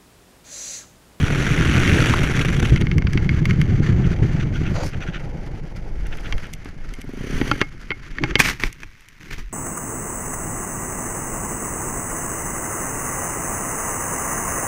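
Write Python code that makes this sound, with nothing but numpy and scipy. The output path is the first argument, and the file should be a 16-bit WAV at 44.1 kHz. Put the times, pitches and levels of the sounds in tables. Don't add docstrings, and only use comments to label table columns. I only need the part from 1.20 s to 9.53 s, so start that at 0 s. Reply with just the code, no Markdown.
import sys
import numpy as np
from scipy import signal
from scipy.fft import rfft, irfft, next_fast_len
from scipy.io import wavfile
from scipy.ndimage import uniform_filter1d, map_coordinates

SR = 44100
rng = np.random.default_rng(int(sys.argv[2]) if len(sys.argv) > 2 else 0)


def materialize(psi):
    bounded = np.clip(np.atleast_2d(psi).T, -1, 1)
    quanta = np.round(bounded * 32767).astype(np.int16)
    wavfile.write(sys.argv[1], SR, quanta)


N = 367217
TIME = np.arange(N) / SR
LANDING_S = 7.186

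# time_s, level_db
AIRFLOW = [(0, -21.5), (.75, -15), (1.12, -21), (1.5, -16.5), (1.95, -18), (2.75, -14.5), (3.1, -18.5),
           (3.5, -23), (3.85, -30), (4.7, -36), (5.35, -39), (5.78, -43.5), (6.22, -27.5), (6.52, -42.5),
           (7.35, -43.5), (7.85, -59.5), (8.33, -48)]
# centre_s, level_db, half_width_s
LURCHES = [(4.844, -22.5, 0.21), (5.16, -16, 0.044), (5.67, -26.5, 0.099), (6.166, -24, 0.081),
           (7.065, -28.5, 0.18), (7.456, -20.5, 0.026), (7.67, -30, 0.024), (8.194, -27.5, 0.088)]
# centre_s, gain_db
SLAPS = [(.04, 11), (.068, -12), (1.52, 11.5), (1.77, 4.5), (2.4, 2.5), (3.053, 7.5), (3.511, 13.5),
         (5.15, 7)]
# frequency_hz, relative_db
GUST_SPECTRUM = [(8, -5), (18, 3.5), (35, -3), (55, -11), (90, -20.5), (200, -88.5)]
EDDY_SPECTRUM = [(22, -18), (40, -5.5), (65, 0), (100, 0), (150, 2.5), (200, -6.5), (260, -15),
                 (340, -14.5), (480, -27.5), (700, -58), (1500, -83)]

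# pitch_hz, level_db, t60_s
CASE_MODES = [(277, -5, 0.017), (422, -10.5, 0.018), (590, -22.5, 0.027), (1126, -22.5, 0.017),
              (1410, -13, 0.019), (1643, 1, 0.0035), (2160, -20, 0.12), (2250, -15.5, 0.022),
              (2276, -1.5, 0.011), (2680, -15.5, 0.023), (3070, -5, 0.0061), (4700, -13.5, 0.0063),
              (5890, -11, 0.0036), (10200, -21.5, 0.0018), (11540, -25, 0.0033)]
MOUNT_MODES = [(124.6, 0.5, 0.1), (296, 2.5, 0.079), (827, -4.5, 0.058)]
PIPE_MODES = [(135, -9, 0.04), (271, 3, 0.03), (445, -3, 0.023), (570, -14, 0.019)]
# start_s, level_db, thud_db, clack_db, snap_db, mount_db, wall_hz, wall_db, wall_t60_s
JOLTS = [(.938, -15.5, 4, 19.5, 0, -30, 1160, -25, 0.0054),
         (5.125, -13, -18, 0.5, -5, -34, 3230, -22, 0.028), (5.457, -32.5, 19, 9, -2, -36, 1400, -44, .02),
         (6.2138, -16.5, 18.5, 10, -18, -21.5, 1900, -15, 0.023),
         (6.3138, -7.5, -6, 8, -7, -15, 1380, -4, 0.023), (6.4147, -4.5, 6, 6.5, -6, -24, 1970, -12, 0.024),
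         (6.422, -21, 1, 12, -14, -31, 1230, -23, 0.044),
         (6.7053, -14.5, 7, 4.5, -35, -37, 2050, -12.5, 0.021),
         (6.716, -16, -10, 8, -30, -35, 2160, -18.5, 0.053),
         (6.9847, -18.5, -2, 5, -19, -38, 1870, -3, 0.0085),
         (7.0372, -5, -2, 4.5, -11, -17, 1580, -17, 0.038),
         (7.155, 0.5, -1, -6.5, -14.5, -21, 2120, -13, 0.0086),
         (7.2019, -0.5, -14, 0, 9, -35, 1960, -17, 0.012), (7.2028, -11, 12, 18, 21, -38, 2480, -2, 0.027),
         (7.4363, -7.5, 4, 4, 1, -30, 2240, 2, 0.0048), (7.633, -25.5, 2, 10, 3, -50, 2470, -21, 0.016)]
# start_s, level_db, snap_db
TAPS = [(.677, -9.5, 3), (1.193, -17.5, -3), (1.561, -13.5, -8), (1.621, -19.5, -18), (1.669, -18, -17),
        (1.7145, -15.5, -15), (1.782, -16.5, 3), (1.822, -20.5, -19), (1.870, -14.5, -20),
        (1.933, -18.5, 6), (1.975, -12, -12), (2.046, -25.5, 1), (2.092, -10, -12), (2.2548, -12, 3.5),
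        (2.3086, -13, -4), (2.415, -14.5, 1), (5.181, -23.5, 4)]
# start_s, level_db
ICE_CHIPS = [(4.8683, -31), (4.9717, -35), (5.0092, -37), (5.2696, -38), (5.3205, -45), (5.3319, -32.5),
             (5.3363, -23), (5.35, -40), (5.447, -36), (5.7384, -29), (5.752, -40), (5.811, -36),
             (5.816, -28.5), (7.528, -30.5), (7.808, -40), (7.8864, -34.5)]

# time_s, firing_rate_hz
FIRING_RATE = [(5.653, 13.7), (5.79, 16.5), (5.895, 21.8), (6.01, 30.2), (6.14, 38), (6.22, 44),
               (6.35, 45.5), (6.85, 36)]
# time_s, level_db
THROTTLE = [(5.65, -35.5), (5.845, -24.5), (6.19, -18.5), (6.25, -21), (6.41, -27), (6.46, -44), (7.2, -43)]
# frequency_hz, relative_db
PUFF_SPECTRUM = [(100, -15), (250, -10), (490, -5), (620, -20), (950, -39)]

# start_s, level_db, hold_s
BOUNCES = [(7.195, -15.5, 0.0054), (7.196, -26, 0.0033), (7.244, -22, 0.058), (7.399, -33, 0.07),
           (7.603, -46.5, 0.025), (8.005, -46.5, 0.1), (8.112, -34, 0.021), (8.18, -40.5, 0.02)]
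# frequency_hz, relative_db
CRUST_SPECTRUM = [(100, -9.5), (270, -4.5), (600, -16.5), (1000, -9.5), (1500, -4.5), (2150, 0),
                  (3000, -10), (4400, -15.5), (6000, -14), (8000, -26), (15000, -29)]
POWDER_SPECTRUM = [(3000, 3), (6500, 4), (10000, -1), (15000, -13)]
THUMP_SPECTRUM = [(30, 4.5), (80, -1), (140, 3.5), (230, -6.5), (300, -2.5), (480, -16.5), (900, -60)]

# centre_s, level_db, length_s
RUBS = [(1.148, -25.5, 0.012), (1.214, -22.5, 0.017), (1.266, -36, 0.04), (1.457, -25.5, 0.024),
        (1.578, -27, 0.016), (2.849, -37, 0.039), (3.207, -32.5, 0.04), (3.232, -31.5, 0.017),
        (3.358, -35, 0.06), (3.469, -34, 0.081), (3.74, -37, 0.044), (3.825, -34, 0.052),
        (3.883, -35.5, 0.062), (3.954, -31.5, 0.078), (4.865, -40, 0.043), (4.93, -33, 0.033),
        (4.987, -41, 0.027), (5.061, -37, 0.058), (5.25, -40.5, 0.075), (6.355, -38, .016),
        (6.413, -25.5, 0.03), (7.111, -26.5, 0.017)]
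# start_s, level_db
FOLD_SNAPS = [(0.4952, -22), (.5633, -26), (.7429, -21), (0.8603, -20), (.896, -14), (1.0341, -17),
              (1.098, -24), (1.1932, -16.5), (1.249, -18), (1.302, -24.5), (1.348, -25), (1.364, -24),
              (1.427, -17), (1.4497, -23), (1.4707, -25)]
# frequency_hz, relative_db
FLAP_SPECTRUM = [(150, 3.5), (300, 8.5), (430, 3), (600, -4.5), (1080, -10), (1420, 1), (1900, -1.5),
                 (2150, -0.5), (2450, -2.5), (3300, -7.5), (4250, -18), (4650, -19), (5100, -22.5),
                 (5780, -13), (7100, -21), (8200, -27), (10000, -24.5), (15000, -41)]
RUB_SPECTRUM = [(500, -28), (1080, -10), (1400, 9.5), (1800, 4), (2150, 2), (2600, 2.5), (3300, -1.5),
                (4100, -14.5), (5200, -23), (5950, -10), (7000, -26), (12000, -46)]

# time_s, level_db, pitch_hz
GROAN = [(6.85, -55, 259), (6.97, -46, 255), (6.99, -36, 268), (7.03, -22, 295), (7.065, -35, 286),
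         (7.085, -33, 314), (7.125, -28, 344), (7.148, -66, 340)]
# time_s, level_db
REED_SWEEP = [(5.75, -83), (5.9, -51.5), (6.02, -42.5), (6.17, -33.5), (6.24, -38.5), (6.28, -31),
              (6.33, -39), (6.4, -38), (6.48, -63)]
# frequency_hz, relative_db
REED_SPECTRUM = [(590, -8), (1000, -8.5), (1560, -0.5), (1950, -1), (2260, -0.5), (2600, -8), (3100, -5),
                 (3850, -16.5), (4620, -12.5), (5170, -19), (6060, -10.5), (7000, -21), (7950, -30),
                 (8800, -23), (10000, -23), (15000, -37)]
SKID_SPECTRUM = [(250, -18), (430, 5), (530, 11.5), (650, 7), (780, 3), (1150, -5), (1430, -3), (2200, -7),
                 (3700, -16), (4600, -9), (5300, -19), (6800, -12), (8100, -34), (10000, -35), (15000, -56)]

# time_s, roar_db, spray_db
SNOW_RUN = [(1.7, -45.5, -44), (2.65, -43.5, -38.5), (3.0, -38.5, -42.5), (3.45, -43.5, -43),
            (3.85, -43, -45.5), (4.1, -41, -49.5), (4.75, -49, -51.5), (5.08, -44, -48.5),
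            (5.33, -51, -49.5), (5.8, -54.5, -50.5), (6.7, -58.5, -51), (6.95, -59, -45),
            (7.08, -58, -38.5)]
# start_s, end_s, hiss_db, fizz_db
DRIFTS = [(3.626, 3.67, -65, -46.5), (4.923, 5.218, -60, -63)]
# frequency_hz, relative_db
ROAR_SPECTRUM = [(150, -6.5), (300, 4), (520, 0), (680, -3), (850, -3.5), (1100, -16), (1800, -69),
                 (4000, -83)]
HISS_SPECTRUM = [(500, -20), (1080, -2), (1380, 4.5), (1800, 4), (2130, 3), (2500, -2), (3000, -5),
                 (3900, -13), (4600, -10.5), (5200, -21.5), (5950, -11), (7000, -18), (8000, -28.5),
                 (12000, -54)]
FIZZ_SPECTRUM = [(2500, -17), (5000, 7.5), (6800, -3), (8300, -9), (10000, -5), (12500, -11.5),
                 (15000, -17)]


def wind(suction=0.09, lumpy_db=3, gust_over_db=8, gust_limit_db=-23.5, slap_half_s=0.015):
    gusts = steadied(noise(GUST_SPECTRUM), size=6000)
    eddies = noise(EDDY_SPECTRUM) * gain_of(lumpy_db * (wander(rate_hz=14) + wander(rate_hz=47)))
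    eddies = steadied(eddies, size=6000)
    eddies = unit_rms(eddies - suction * (eddies ** 2 - 1))
    airflow = gain_of(follow(AIRFLOW))
    gusting = 1 / (1 / (airflow * gain_of(gust_over_db)) + 1 / gain_of(gust_limit_db))
    lurching = sum(gain_of(db) * np.exp(-((TIME - s) / half) ** 2) for s, db, half in LURCHES)
    slaps_db = sum(db * np.exp(-((TIME - s) / slap_half_s) ** 2) for s, db in SLAPS)
    pressure = gusts * np.hypot(gusting, lurching) + eddies * gain_of(slaps_db) * airflow
    return np.tanh(pressure)


def impacts(chatter=0.075, chatter_s=0.0035, boost_db=2.5, wall_rise_s=0.00093, size=8192):
    out, t = np.zeros(N), np.arange(size) / SR
    taps = [(s, db, -19, 2.5, snap_db, -80, 2175, db - 4.5, 0.016) for s, db, snap_db in TAPS]
    chips = [(s, db, -18, -46, 16, -80) for s, db in ICE_CHIPS]
    for s, db, thud_db, clack_db, snap_db, mount_db, *wall in JOLTS + taps + chips:
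        case = ring([(hz, level + rng.standard_normal(), t60) for hz, level, t60 in CASE_MODES])
        if s > LANDING_S:
            case *= np.exp(-t / 0.0032)
        elif s < FIRING_RATE[0][0]:
            case *= np.exp(-t / 0.046)
        push = (t == 0) + chatter * rng.standard_normal(size) * np.exp(-t / chatter_s)
        struck = unit_rms(signal.fftconvolve(push, case)[:size]) * case.std()
        tone = [(450, thud_db), (900, clack_db - 0.5), (1400, clack_db), (2000, 0), (4500, 0),
                (8500, snap_db), (16000, snap_db)]
        knock = gain_of(db + boost_db) * toned(struck, tone) / abs(case).max()
        add(out, s, knock + gain_of(mount_db) * ring(MOUNT_MODES))
        if wall:
            add(out, s, ring([wall]) * (1 - np.exp(-t / wall_rise_s)))
    return out


def engine(stall_s=7.25, uneven_db=0.5, puff_db=-15, puff_s=0.0061, echo=0.45, echo_s=0.00633):
    running = (TIME >= FIRING_RATE[0][0]) & (TIME < stall_s)
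    cycles = np.cumsum(follow(FIRING_RATE) * running) / SR
    strength = gain_of(follow(THROTTLE) + uneven_db * rng.standard_normal(N))
    firings = np.diff(np.ceil(cycles), prepend=0) * strength
    pulses = firings - echo * np.roll(firings, round(echo_s * SR))
    muffled_pipe = toned(ring(PIPE_MODES), [(520, -15), (900, -7), (2500, -19)])
    knocks = signal.oaconvolve(pulses, muffled_pipe / abs(muffled_pipe).max())[:N]
    outflow = signal.lfilter([1], [1, -np.exp(-1 / (puff_s * SR))], firings)
    return knocks + gain_of(puff_db) * outflow * noise(PUFF_SPECTRUM)


def snow_crunch(slide_db=-40, slowing_db_per_s=64, creak_db=-53.5, thump_db=-16):
    slide = gain_of(slide_db - slowing_db_per_s * np.maximum(TIME - LANDING_S, 0)) + gain_of(creak_db)
    bounces = sum(gain_of(db) * swell(s, s + hold, rise_s=0.0074, fall_s=0.046)
                  for s, db, hold in BOUNCES)
    load = np.hypot(slide, bounces) * (TIME >= LANDING_S)
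    crust = friction(CRUST_SPECTRUM, grit=0.86, slip_db=3, slip_hz=148.6, per_s=1700)
    powder = friction(POWDER_SPECTRUM, grit=1.1, slip_db=4, slip_hz=106)
    thump = steadied(noise(THUMP_SPECTRUM), size=1500)
    return load * (crust + powder * load ** 0.54) + thump * gain_of(thump_db) * bounces ** 0.6


def jacket_flap(peak_s=0.8, end_s=1.62, level_db=-20, rise_db_per_s=8.5, fall_db_per_s=18):
    before_s, after_s = np.maximum(peak_s - TIME, 0), np.clip(TIME - peak_s, 0, 1)
    fitful_db = 6.5 * after_s * wander(rate_hz=35)
    contact = gain_of(level_db - rise_db_per_s * before_s - fall_db_per_s * after_s + fitful_db)
    cloth = friction(FLAP_SPECTRUM, grit=1.33, slip_db=1.5, slip_hz=148.3, per_s=800)
    cloth = spattered(cloth, patch_db=3)
    creases = coloured(grains(per_s=93, spread_db=1.5), HISS_SPECTRUM)
    return contact * (cloth + creases * gain_of(-9)) * (TIME < end_s)


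def jacket_rubs(slip_db=3, slip_hz=90):
    out = np.zeros(N)
    for s, db, length_s in RUBS:
        size = round(length_s * SR)
        spectrum = varied(RUB_SPECTRUM)
        phase = np.cumsum(rng.uniform(0, 4 * np.pi * slip_hz / SR, size)) + rng.uniform(0, 2 * np.pi)
        rub = unit_rms(noise(spectrum, 8192)[:size] * gain_of(slip_db * np.sin(phase)))
        add(out, s - length_s / 2, gain_of(db) * rub * np.hanning(size))
    return out


def jacket_snaps(t60_s=0.039, size=4096):
    out, t = np.zeros(N), np.arange(size) / SR
    for s, db in FOLD_SNAPS:
        add(out, s, noise(varied(FLAP_SPECTRUM), size) * gain_of(db - 60 * t / t60_s))
    return out


def plough(judder_hz=150, judder_db=-4):
    slips = rng.standard_normal(N)
    groan = steadied(resonate(slips, follow(GROAN, 2), width_hz=90), size=1200)
    judder = steadied(resonate(slips, np.full(N, judder_hz), width_hz=80), size=1500)
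    return (groan + gain_of(judder_db) * judder) * envelope(GROAN)


def reeds():
    return friction(REED_SPECTRUM, grit=0.52, slip_db=2, slip_hz=72) * envelope(REED_SWEEP)


def skid(start_s=3.556, hold_s=0.083, level_db=-30):
    grind = friction(SKID_SPECTRUM, grit=0.37, slip_db=2.5, slip_hz=86.1)
    return grind * gain_of(level_db) * swell(start_s, start_s + hold_s, rise_s=0.025, fall_s=0.043)


def snow_spray(clump_db=2.4, flutter_db=2.5, fizz_under_db=18, fizz_follow=0.19):
    clumps = gain_of(clump_db * wander(rate_hz=13) + flutter_db * wander(rate_hz=57))
    roar = noise(ROAR_SPECTRUM) * gain_of(follow(SNOW_RUN) + 1 + flutter_db * wander(rate_hz=30))
    hiss = coloured(rng.standard_normal(N) + 0.5 * grains(per_s=1900, spread_db=4), HISS_SPECTRUM)
    fizz = coloured(rng.standard_normal(N) + 0.83 * grains(per_s=230, spread_db=2.5), FIZZ_SPECTRUM)
    spray_db = follow(SNOW_RUN, 2)
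    powder_db = fizz_follow * spray_db + (1 - fizz_follow) * spray_db.mean() - fizz_under_db
    thrown = hiss * gain_of(spray_db - 1) + fizz * gain_of(powder_db)
    for start_s, end_s, hiss_db, fizz_db in DRIFTS:
        brush = swell(start_s, end_s, rise_s=0.1, fall_s=0.062)
        thrown += brush * (hiss * gain_of(hiss_db) + fizz * gain_of(fizz_db))
    riding = np.interp(TIME, [7.14, 7.25], [1, 0])
    return (roar + thrown * clumps) * riding


def snow_pellets(tick_db=-8, hollow_db=-13, hollow_hz=2160, width_hz=130):
    ticks = unit_rms(signal.oaconvolve(grains(per_s=50, spread_db=1.5), ring(CASE_MODES))[:N])
    cavity = signal.iirpeak(hollow_hz, hollow_hz / width_hz, SR)
    hollow = unit_rms(signal.lfilter(*cavity, noise(HISS_SPECTRUM)))
    stream = gain_of(follow(SNOW_RUN, 2)) * (TIME < LANDING_S)
    return (ticks * gain_of(tick_db) + hollow * gain_of(hollow_db)) * stream


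def friction(spectrum, grit, slip_db, slip_hz, per_s=3000):
    snaps = coloured(rng.standard_normal(N) + grit * grains(per_s, spread_db=-1.5), spectrum)
    return steadied(snaps * gain_of(slip_db * wander(rate_hz=slip_hz)), size=1500)


def grains(per_s, spread_db):
    strength = gain_of(spread_db * np.minimum(rng.exponential(1, N), 4))
    return unit_rms(strength * rng.choice([-1, 1], N) * (rng.random(N) < per_s / SR))


def ring(modes, size=8192):
    t = np.arange(size) / SR
    return sum((-1) ** k * gain_of(db - 60 * t / t60) * np.sin(2 * np.pi * hz * t)
               for k, (hz, db, t60) in enumerate(modes))


def resonate(x, hz, width_hz):
    carrier = np.exp(2j * np.pi * np.cumsum(hz) / SR)
    pole = np.exp(-np.pi * width_hz / SR)
    for _ in range(2):
        x = 2 * (carrier * signal.lfilter([1 - pole], [1, -pole], x / carrier + 1e-18)).real
    return unit_rms(x)


def spattered(x, patch_db, size=256):
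    spectra = signal.stft(x, nperseg=size)[2]
    patches = uniform_filter1d(rng.standard_normal(spectra.shape), size=3, axis=0)
    patches = unit_rms(uniform_filter1d(patches, size=2, axis=1))
    return unit_rms(signal.istft(spectra * gain_of(patch_db * patches), nperseg=size)[1][:N])


def noise(spectrum, size=N):
    return coloured(rng.standard_normal(size), spectrum)


def varied(spectrum, spread_db=2):
    return [(hz, db + spread_db * rng.standard_normal()) for hz, db in spectrum]


def coloured(x, spectrum):
    size = next_fast_len(len(x))
    gain = response(spectrum, np.fft.rfftfreq(size, 1 / SR))
    return unit_rms(irfft(rfft(x, size) * gain, size)[:len(x)])


def toned(x, spectrum):
    log_gain = np.log(response(spectrum, abs(np.fft.fftfreq(len(x), 1 / SR))))
    return np.fft.ifft(np.fft.fft(x) * np.exp(np.conj(signal.hilbert(log_gain)))).real


def response(spectrum, hz):
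    knots_hz, db = np.transpose(spectrum)
    return gain_of(np.interp(np.log(hz + 1), np.log(knots_hz + 1), db))


def wander(rate_hz):
    knots = rng.standard_normal(4000)
    return unit_rms(map_coordinates(knots, [TIME * 2 * rate_hz], order=2, mode="wrap"))


def swell(start_s, end_s, rise_s, fall_s):
    away = np.maximum(start_s - TIME, 0) / rise_s + np.maximum(TIME - end_s, 0) / fall_s
    return gain_of(-20 * np.minimum(away, 10))


def envelope(rows):
    return gain_of(follow(rows)) * (TIME > rows[0][0]) * (TIME < rows[-1][0])


def follow(rows, column=1):
    rows = np.array(rows)
    return np.interp(TIME, rows[:, 0], rows[:, column])


def steadied(x, size):
    return x / np.sqrt(abs(uniform_filter1d(x ** 2, size)) + 1e-9)


def unit_rms(x):
    return x / np.sqrt(np.mean(x ** 2) + 1e-20)


def gain_of(db):
    return 10 ** (np.asarray(db) / 20)


def add(mix, start_s, sound):
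    part = mix[round(start_s * SR):][:len(sound)]
    part += sound[:len(part)]


def scene():
    ride = wind() + snow_spray() + snow_pellets() + jacket_flap() + jacket_rubs() + jacket_snaps()
    return (ride + skid() + reeds() + engine() + plough() + impacts() + snow_crunch())[None]


def record(dry):
    cutoff_hz = 15400
    low_pass = signal.firwin(255, cutoff_hz, window=("kaiser", 8), fs=SR)
    return signal.oaconvolve(np.clip(dry, -1, 1), low_pass[None], "same")


dry = scene()
out = record(dry)
materialize(out)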